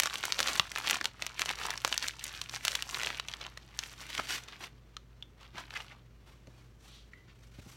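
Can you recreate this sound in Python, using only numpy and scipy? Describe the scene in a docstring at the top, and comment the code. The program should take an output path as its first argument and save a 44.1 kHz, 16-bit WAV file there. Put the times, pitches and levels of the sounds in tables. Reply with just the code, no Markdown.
"""Stiff wrapping paper pulled off a present, close to the microphone in a living room.
Each tug raises a crackle of tiny folds and the hiss of sliding sheet; creases buckle with sharp
snaps, the sheet flaps now and then, a few pops and taps ring. Then a cloth gift is drawn out and
held up with a soft swish. An appliance hums underneath."""
import sys
import numpy as np
from scipy import signal
from scipy.fft import rfft, irfft
from scipy.io import wavfile
from scipy.ndimage import uniform_filter1d

SR = 44100
rng = np.random.default_rng(int(sys.argv[2]) if len(sys.argv) > 2 else 0)


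def store_pcm(level_fs):
    """Save levels as 16-bit WAV."""
    pcm = np.round(np.clip(level_fs, -1, 1) * 32767).astype(np.int16)
    wavfile.write(sys.argv[1], SR, np.atleast_2d(pcm).T)


N = 342330
TIME = np.arange(N) / SR
MID_PITCH_HZ, MID_EDGE_HZ = 2250, 3970   # middling crease snap


def rustle(rustle_db, body_db, hiss_db, stick_slip_db=2.36, slips_per_s=110):
    """Crackle and sliding friction sound through the broad sheet, its small facets and its surface."""
    # crumpling against sliding: t/s, crackle share/0-1
    crumple = [(0, 0.68), (.5, 0.39), (.8, 0.68), (3.4, 0.51), (4.15, 0.22), (4.35, 0.04), (4.55, 0.4),
               (4.85, 0), (5.45, 0.2), (5.9, 0.43), (6.1, 0)]
    # sheet, facet and surface spectra: f/Hz, level/dB
    body_eq = [(60, -28.5), (150, -1), (300, -1), (500, -0.5), (800, 1.5), (1150, 5.5), (1400, 0),
               (1900, -22), (4000, -37.5)]
    facet_eq = [(600, -14), (1100, -6.5), (1500, 9), (2200, 10), (3200, 8), (4600, 2.5), (5400, -2.5),
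                (7000, -4), (12000, -39)]
    hiss_eq = [(2500, -46.5), (4500, 0), (5700, 7.5), (7200, 5.5), (9000, 0.5), (12000, -3), (15500, -10.5)]
    share = in_time(crumple)[0]
    folds = tiny_folds()
    slide = rms_one(rng.standard_normal(N) * from_db(stick_slip_db * drift(slips_per_s)))
    drive = np.sqrt(share) * folds + np.sqrt(1 - share) * slide
    bands = [(body_eq, body_db), (facet_eq, rustle_db), (hiss_eq, hiss_db)]
    return sum(from_db(db) * rms_one(colour(drive, eq)) for eq, db in bands)


def tiny_folds(folds_per_s=650, spread_db=7.5, q=2.9, click_gain=0.34, even_s=0.14, bands=14):
    """Small folds give way at random, each with its own size and pitch; steady mean power."""
    sizes = from_db(spread_db * np.minimum(rng.exponential(1, N), 3.08)) * rng.choice([-1, 1], N)
    clicks = sizes * (rng.random(N) < folds_per_s / SR)
    band = rng.integers(0, bands, N)
    pitched = sum(rms_one(resonate(clicks * (band == k) + 1e-18, hz, hz / q)) * np.sqrt(hz)
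                  for k, hz in enumerate(np.geomspace(800, 11000, bands)))
    folds = rms_one(pitched) + click_gain * rms_one(clicks)
    return folds / np.sqrt(uniform_filter1d(folds ** 2, int(even_s * SR)) + .01)


def hand_strokes(drop_db=11, curve=1.47, held_body_db=-2.5, held_hiss_db=-9.5):
    """Strokes swell and fade, adding in power. Returns rustle, body and hiss levels in dB."""
    # paper tugs, cloth lifts: peak t/s, rise/s, fall/s, rustle/dB, body/dB re rustle, hiss/dB re rustle
    tugs = [(.02, 0.056, 0.12, -42, -7, -5), (.16, 0.04, 0.052, -42, -3, -5),
            (.25, 0.044, 0.13, -42.5, -5, -5), (.4, 0.046, .05, -41.5, -3, -3),
            (.49, 0.063, 0.12, -35.5, -4.5, -5.5), (.78, 0.064, 0.077, -46.5, -4.5, -2),
            (.915, 0.082, 0.067, -34, -5.5, -8.5), (1.052, 0.012, 0.025, -42.5, 1.5, -6),
            (1.222, 0.054, 0.13, -51.5, -2, -8), (1.405, 0.049, 0.11, -41.5, -8.5, -8),
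            (1.495, 0.027, 0.035, -39, -3, -8), (1.639, 0.075, 0.13, -40, -3.5, -7.5),
            (1.92, 0.1, 0.055, -44, -5, -3), (2.04, 0.048, 0.073, -39, -9.5, -6),
            (2.25, 0.064, 0.24, -46, -9.5, -6.5), (2.559, 0.047, 0.025, -46, -7.5, -1.5),
            (2.68, 0.057, 0.082, -42, -9, -3), (2.75, 0.052, 0.071, -44, -7, -3),
            (2.96, 0.099, 0.13, -45.5, -3.5, -1), (3.071, 0.097, 0.098, -39, -6, -10),
            (3.19, 0.034, .03, -63, -6, -2), (3.32, 0.064, 0.082, -50.5, -5, -9),
            (3.425, 0.023, 0.053, -45, -3.5, -16), (3.82, 0.058, 0.18, -51.5, -7.5, -3),
            (4.01, 0.021, 0.035, -51, -1.5, -1.5), (4.17, 0.12, 0.12, -42, -10, -7.5),
            (4.332, 0.056, 0.048, -35.5, -11, -5), (4.5, 0.041, 0.087, -52, -5, -13),
            (4.64, 0.029, 0.029, -42.5, -4.5, -8), (5.424, 0.036, 0.063, -56.5, -2, -12),
            (5.585, 0.039, 0.071, -47, -3.5, -12.5), (5.77, 0.066, 0.12, -50.5, -3.5, -8.5),
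            (5.91, 0.025, 0.087, -59.5, -1.5, -20)]
    lifts = [(6.29, .04, 0.09, -61.5, -1.5, -6.5), (6.58, 0.15, 0.18, -68.5, -2.5, -5),
             (6.89, 0.093, 0.094, -63.5, -2, -0.5), (7.15, 0.082, 0.13, -67.5, -7, -9),
             (7.295, 0.025, 0.034, -60, -7.5, -18), (7.45, 0.095, 0.074, -66.5, -7, -3.5),
             (7.57, 0.044, 0.1, -58.5, -7, -6.5), (7.71, 0.14, 0.27, -61.5, -3.5, 0.5)]
    # faint rubbing while held: t/s, rustle/dB
    holding = [(0, -58), (1.15, -67.5), (2.4, -63), (3.7, -63), (4.6, -61), (4.75, -73), (7.76, -74.5)]
    power = from_db(in_time(holding)[0] + [[0], [held_body_db], [held_hiss_db]]) ** 2
    for s, rise_s, fall_s, db, body_db, hiss_db in tugs + lifts:
        span = slice(*np.searchsorted(TIME, [s - 1, s + 1]))
        from_peak = np.maximum((s - TIME[span]) / rise_s, (TIME[span] - s) / fall_s)
        swell = from_db(db - drop_db * np.minimum(from_peak, 10) ** curve)
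        power[:, span] += (swell * from_db([[0], [body_db], [hiss_db]])) ** 2
    return 10 * np.log10(power)


def snap(db, pitch_hz, edge_hz, flutter_s=0.0016, flutter_hz=7000, facet_q=2.9, edge_q=0.71, size=1024):
    """A crease flips with one crack and flutters for a few ms; its facet gives the pitch."""
    # snap spectrum: f/Hz, level/dB
    snap_eq = [(400, 1), (800, -3.5), (1300, -2), (2100, -2.5), (2900, -0.5), (6500, 1.5), (9000, -2.5),
               (10500, -3), (14000, -4)]
    t, hz = np.arange(size) / SR, np.fft.rfftfreq(size, 1 / SR)
    ref_hz, ref_s = 2000, .005
    # flutter share: larger for low facets and soft snaps
    flutter = np.clip(0.381 - 0.067 * np.log2(pitch_hz / MID_PITCH_HZ) - 0.04 * (db + 31), .02, .95)
    ring, edge = 1j * hz / pitch_hz, 1j * hz / edge_hz
    leak = 1j * hz / (800 * np.sqrt(pitch_hz / ref_hz))   # air slips round a small facet: bass loss
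    resonance = 1 + 1.57 * ring / (facet_q + ring + facet_q * ring ** 2)
    highpass = leak ** 2 / (1 + leak + leak ** 2)
    facet = resonance * highpass / (1 + edge / edge_q + edge ** 2)
    travel_s = 0.001015 * np.sqrt(flutter) * rng.uniform(.5, 1)
    chirp = np.exp(-4j * np.pi * travel_s * np.sqrt(hz * ref_hz))   # bending waves: treble first
    yield_s = 0.000956 * np.sqrt(flutter)   # fibres creak before the flip
    delay = np.exp(-2j * np.pi * hz * yield_s)
    crack = rms_one(irfft(facet * chirp * delay)) * rng.choice([-1, 1])
    burst = rng.standard_normal(size) * np.exp(-t / flutter_s) * np.sqrt(t)
    shiver = rms_one(irfft(facet * rfft(burst) / (1 + 1j * hz / flutter_hz)))
    wave = np.sqrt(1 - flutter) * crack + np.sqrt(flutter) * shiver
    return from_db(db) * np.sqrt(ref_s * SR / size) * rms_one(colour(wave, snap_eq, size=1024))


def creases(rustle_db, pan_spread_db=1.0):
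    """Clear and lesser creases buckle, each slightly off centre. Stereo."""
    # clearest creases: t/s, level/dB, facet pitch/Hz, treble edge/Hz
    clearest = [(.0004, -21, 2200, 13000), (.021, -34.5, 1850, 7000), (.034, -27, 1750, 7700),
                (.0573, -28, 1430, 5600), (.071, -31, 1960, 5470), (.098, -37.5, 3670, 3700),
                (.1399, -35, 2460, 12000), (.237, -29.5, 1550, 3400), (.2527, -31, 1750, 12000),
                (.3225, -24, 4250, 4770), (.3907, -26, 1240, 5860), (.4031, -23.5, 1470, 5700),
                (.4285, -28.5, 4610, 4600), (.474, -28.5, 3940, 3700), (.4833, -30, 2610, 4600),
                (.5967, -19, 3600, 3800), (.6746, -49, 2000, 5000), (.7163, -36, 2460, 7500),
                (.7594, -30, 1850, 4100), (.7836, -33, 1320, 11000), (.8728, -29, 1960, 5300),
                (.8978, -25, 3330, 5100), (.9095, -24, 2300, 12000), (.9426, -30.5, 1470, 5700),
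                (1.0115, -29.5, 1790, 3700), (1.0432, -32, 3430, 8800), (1.0554, -25, 3360, 5530),
                (1.2219, -30, 2660, 5100), (1.2651, -32, 2530, 8800), (1.3938, -29, 2370, 7000),
                (1.418, -24.5, 2380, 5060), (1.458, -33, 1320, 6500), (1.4912, -29.5, 2500, 4600),
                (1.5108, -33, 1710, 5700), (1.5868, -39, 1730, 4600), (1.6693, -37.5, 1560, 5100),
                (1.7044, -31, 2050, 7000), (1.776, -35, 5530, 6640), (1.8482, -21.5, 1000, 5000),
                (1.8762, -33, 1400, 9500), (1.9261, -25.5, 3090, 4050), (1.941, -33, 3090, 3000),
                (1.9778, -26, 4850, 8600), (2.0288, -39.5, 2190, 6860), (2.0829, -29, 4600, 8500),
                (2.194, -43, 3030, 7000), (2.2402, -33.5, 9100, 14000), (2.4148, -32, 3200, 6900),
                (2.4944, -38, 4880, 5100), (2.538, -38.5, 1370, 2700), (2.6505, -26.5, 2250, 12100),
                (2.6807, -23, 2900, 5900), (2.7534, -26.5, 3270, 7500), (2.8231, -30.5, 3200, 10600),
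                (2.897, -40.5, 2610, 13000), (2.9444, -30.5, 3670, 3360), (3.0327, -31, 2070, 5700),
                (3.1975, -29.5, 3450, 3500), (3.284, -35, 2900, 5700), (3.337, -34.5, 3160, 3000),
                (3.4126, -39, 3420, 3380), (3.4647, -40.5, 3120, 4830), (3.5737, -40.5, 2000, 5860),
                (3.7899, -29, 6200, 5900), (3.8354, -37.5, 2700, 6300), (4.1498, -35.5, 2610, 5100),
                (4.179, -34, 2200, 4600), (4.1968, -31, 1280, 3400), (4.4356, -49, 7000, 10000),
                (4.4838, -45, 3270, 7700), (4.9666, -39, 3890, 3700), (5.2248, -49, 3430, 4200),
                (5.429, -52.5, 3090, 3000), (5.5808, -39, 1290, 3100), (5.7055, -42.5, 2460, 4000),
                (5.738, -43, 1650, 3400), (5.8031, -40.5, 2460, 2500), (6.4712, -56, 1090, 5600),
                (7.1355, -53.5, 2200, 2500)]
    out = np.zeros((2, N))
    for s, db, pitch_hz, edge_hz in clearest + lesser_creases(rustle_db):
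        wave = snap(db, pitch_hz, edge_hz)
        pan_db = pan_spread_db * rng.standard_normal()
        add(out[0], s, from_db(pan_db / 2) * wave)
        add(out[1], s, from_db(-pan_db / 2) * wave)
    return out


def lesser_creases(rustle_db, count=46, until_s=4.65, spread_db=3.5, spread_oct=0.37):
    """Rows of random creases, louder when the paper is moved harder."""
    s = (np.arange(count) + rng.random(count)) * until_s / count
    strength, pitch, edge = rng.standard_normal((count, 3)).T
    db = -43 + 0.93 * (np.interp(s, TIME, rustle_db) + 46.5) + spread_db * strength
    pitch_hz = MID_PITCH_HZ * 2 ** (spread_oct * pitch)
    edge_hz = MID_EDGE_HZ * 2 ** (spread_oct * edge)
    return list(zip(s, db, pitch_hz, edge_hz))


def flaps(swell_s=.006, rel_width=1.5, size=4096):
    """Loose sheet or cloth pushes a short, dull puff of air."""
    # air puffs: t/s, peak/dB, f/Hz
    puffs = [(.395, -53, 468), (0.595, -36.5, 134.4), (.921, -36.5, 307), (1.008, -43, 150),
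             (1.846, -39, 480), (3.058, -39.5, 344), (4.188, -35, 170), (5.549, -42.5, 139.6),
             (6.475, -45, 139), (7.587, -38.5, 120), (7.662, -42.5, 116)]
    out, t = np.zeros(N), np.arange(size) / SR
    for s, db, hz in puffs:
        burst = rng.standard_normal(size) * t * np.exp(-t / swell_s)
        puff = resonate(resonate(burst, hz, rel_width * hz), hz, 2 * rel_width * hz)
        add(out, s - swell_s / 2, from_db(db) * puff / np.abs(puff).max())
    return out


def pops_and_taps(rel_spread=0.059, count=10, attack_s=.0005):
    """Clusters of close modes beat roughly as they decay."""
    # hollow pops, light taps: t/s, f/Hz, level/dB, t60/s
    strikes = [(.5979, 2930, -14, 0.012), (.598, 1120, -16, 0.016), (1.849, 590, -31, 0.022),
               (2.681, 1130, -37, .02), (4.193, 1276, -25, 0.033), (4.968, 1237, -43, 0.022),
               (5.225, 3380, -31, 0.011), (5.227, 3380, -69, .26), (7.134, 1990, -41, 0.019),
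               (7.136, 2010, -63.5, 0.63)]
    out, t = np.zeros(N), np.arange(SR // 2) / SR
    for s, hz, db, t60_s in strikes:
        detune, phase = rng.uniform(-0.7, 1, (2, count, 1))
        modes = np.sin(2 * np.pi * hz * (1 + rel_spread * detune) * t + np.pi * phase).sum(axis=0)
        decay = np.exp(-np.log(1000) * t / t60_s) * (1 - np.exp(-t / attack_s))
        add(out, s, from_db(db) * rms_one(modes * decay) * np.sqrt(np.mean(decay ** 2)))
    return out


def cloth_swishes(rel_width=0.54):
    """Cloth brushes past: friction noise swells and fades around one pitch."""
    # strokes: t/s, half length/s, f/Hz, level/dB
    strokes = [(5.583, 0.017, 1300, -45), (5.764, 0.012, 2000, -36), (6.952, 0.089, 3500, -59),
               (5.917, 0.012, 1900, -51.5)]
    out = 0
    for s, half_s, hz, db in strokes:
        friction = resonate(resonate(rng.standard_normal(N), hz, rel_width * hz), hz, 2 * rel_width * hz)
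        out += from_db(db) * rms_one(friction) * np.exp(-((TIME - s) / half_s) ** 2)
    return out


def living_room(x, t60_s=0.22, tail_db=-21.5, wall_hz=7500, block=4096):
    """Near echoes and a short, duller tail, redrawn per block as the sheet moves about."""
    # near surfaces: delay/s, gain
    echoes = [(.0014, .14), (.0029, 0.24)]
    out, t = np.zeros(N), np.arange(SR // 3) / SR
    walls = signal.butter(1, wall_hz, fs=SR, output="sos")
    decay = np.exp(-np.log(1000) * t / t60_s) * (t > .003)
    for start in range(0, N, block):
        piece = x[start:start + block]
        tail = signal.sosfilt(walls, rng.standard_normal(len(t)) * decay)
        add(out, start / SR, from_db(tail_db) * signal.fftconvolve(piece, tail / np.linalg.norm(tail)))
        for delay_s, gain in echoes:
            add(out, start / SR + delay_s * rng.uniform(.7, 1.3), gain * piece)
    return out


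def appliance_hum():
    """Motor lines waver in phase and level."""
    # hum lines: f/Hz, level/dB, waver/0-1
    lines = [(55, -59.5, 0.18), (120.6, -63.5, 0.18), (234.5, -81, 0.03)]
    out = 0
    for hz, db, waver in lines:
        tone = np.sin(2 * np.pi * hz * TIME + waver * drift(7.3))
        out += from_db(db) * rms_one(tone * (1 + waver * drift(7.1)))
    return out


def room_air(level_db=-62):
    """Low, steady noise of still air."""
    # air spectrum: f/Hz, level/dB
    air_eq = [(20, -20.5), (40, 1.5), (60, 4), (100, 6), (160, 3.5), (240, -2), (400, -4.5), (800, -16.5),
              (1600, -18), (3200, -27), (6400, -28.5), (10000, -36.5), (16000, -34)]
    return from_db(level_db) * rms_one(colour(rng.standard_normal(N), air_eq))


def from_db(db):
    """dB to gain."""
    return 10 ** (np.asarray(db) / 20)


def rms_one(x):
    """Scale to unit power."""
    return x / np.sqrt(np.mean(x ** 2) + 1e-20)


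def in_time(rows):
    """Curve columns at every sample."""
    s, *columns = np.transpose(rows)
    return [np.interp(TIME, s, c) for c in columns]


def add(out, s, sound):
    """Mix in at time s."""
    start = int(np.clip(round(s * SR), 0, N - 1))
    out[start:start + len(sound)] += sound[:N - start]


def drift(rate_hz):
    """Random wander, unit rms."""
    knots = rng.standard_normal(N // 100)
    return rms_one(np.interp(TIME * rate_hz, np.arange(len(knots)), knots))


def colour(x, spectrum, size=4096):
    """Minimum-phase filter from rows of f/Hz, level/dB."""
    hz, db = np.transpose(spectrum)
    grid_hz = np.maximum(np.fft.rfftfreq(size, 1 / SR), 1)
    gain = from_db(np.interp(np.log(grid_hz), np.log(hz), db))
    cepstrum = irfft(np.log(gain))[:size // 2]
    cepstrum[1:] *= 2
    return signal.oaconvolve(x, irfft(np.exp(rfft(cepstrum, size))))[:len(x)]


def resonate(x, hz, width_hz):
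    """One resonance, unit peak gain."""
    return signal.lfilter(*signal.iirpeak(hz, hz / width_hz, fs=SR), x)


def scene():
    """Paper and cloth straight ahead; the channels hardly differ."""
    # width of the reflections: f/Hz, side/dB re mid
    side_eq = [(250, -20.5), (1000, -36), (2800, -50), (5600, -26), (12000, -28.5)]
    rustle_db, body_db, hiss_db = hand_strokes()
    near = creases(rustle_db) + rustle(rustle_db, body_db, hiss_db)
    near += flaps() + pops_and_taps() + cloth_swishes()
    room = living_room(near.mean(axis=0))
    side = colour(room, side_eq)
    return near + room + np.array([side, -side]) + appliance_hum() + room_air()


def record(dry, cutoff_hz=16000):
    """The microphone port adds peaks and dips; the top is cut."""
    # port resonances: f/Hz, width/Hz, gain/dB
    port = [(2920, 180, 0.5), (5000, 300, -4.5), (6000, 250, 2.5), (10520, 490, -5)]
    for hz, width_hz, db in port:
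        dry = dry + (from_db(db) - 1) * resonate(dry, hz, width_hz)
    return signal.sosfilt(signal.ellip(10, .2, 70, cutoff_hz, fs=SR, output="sos"), dry)


dry = scene()
out = record(dry)
store_pcm(out)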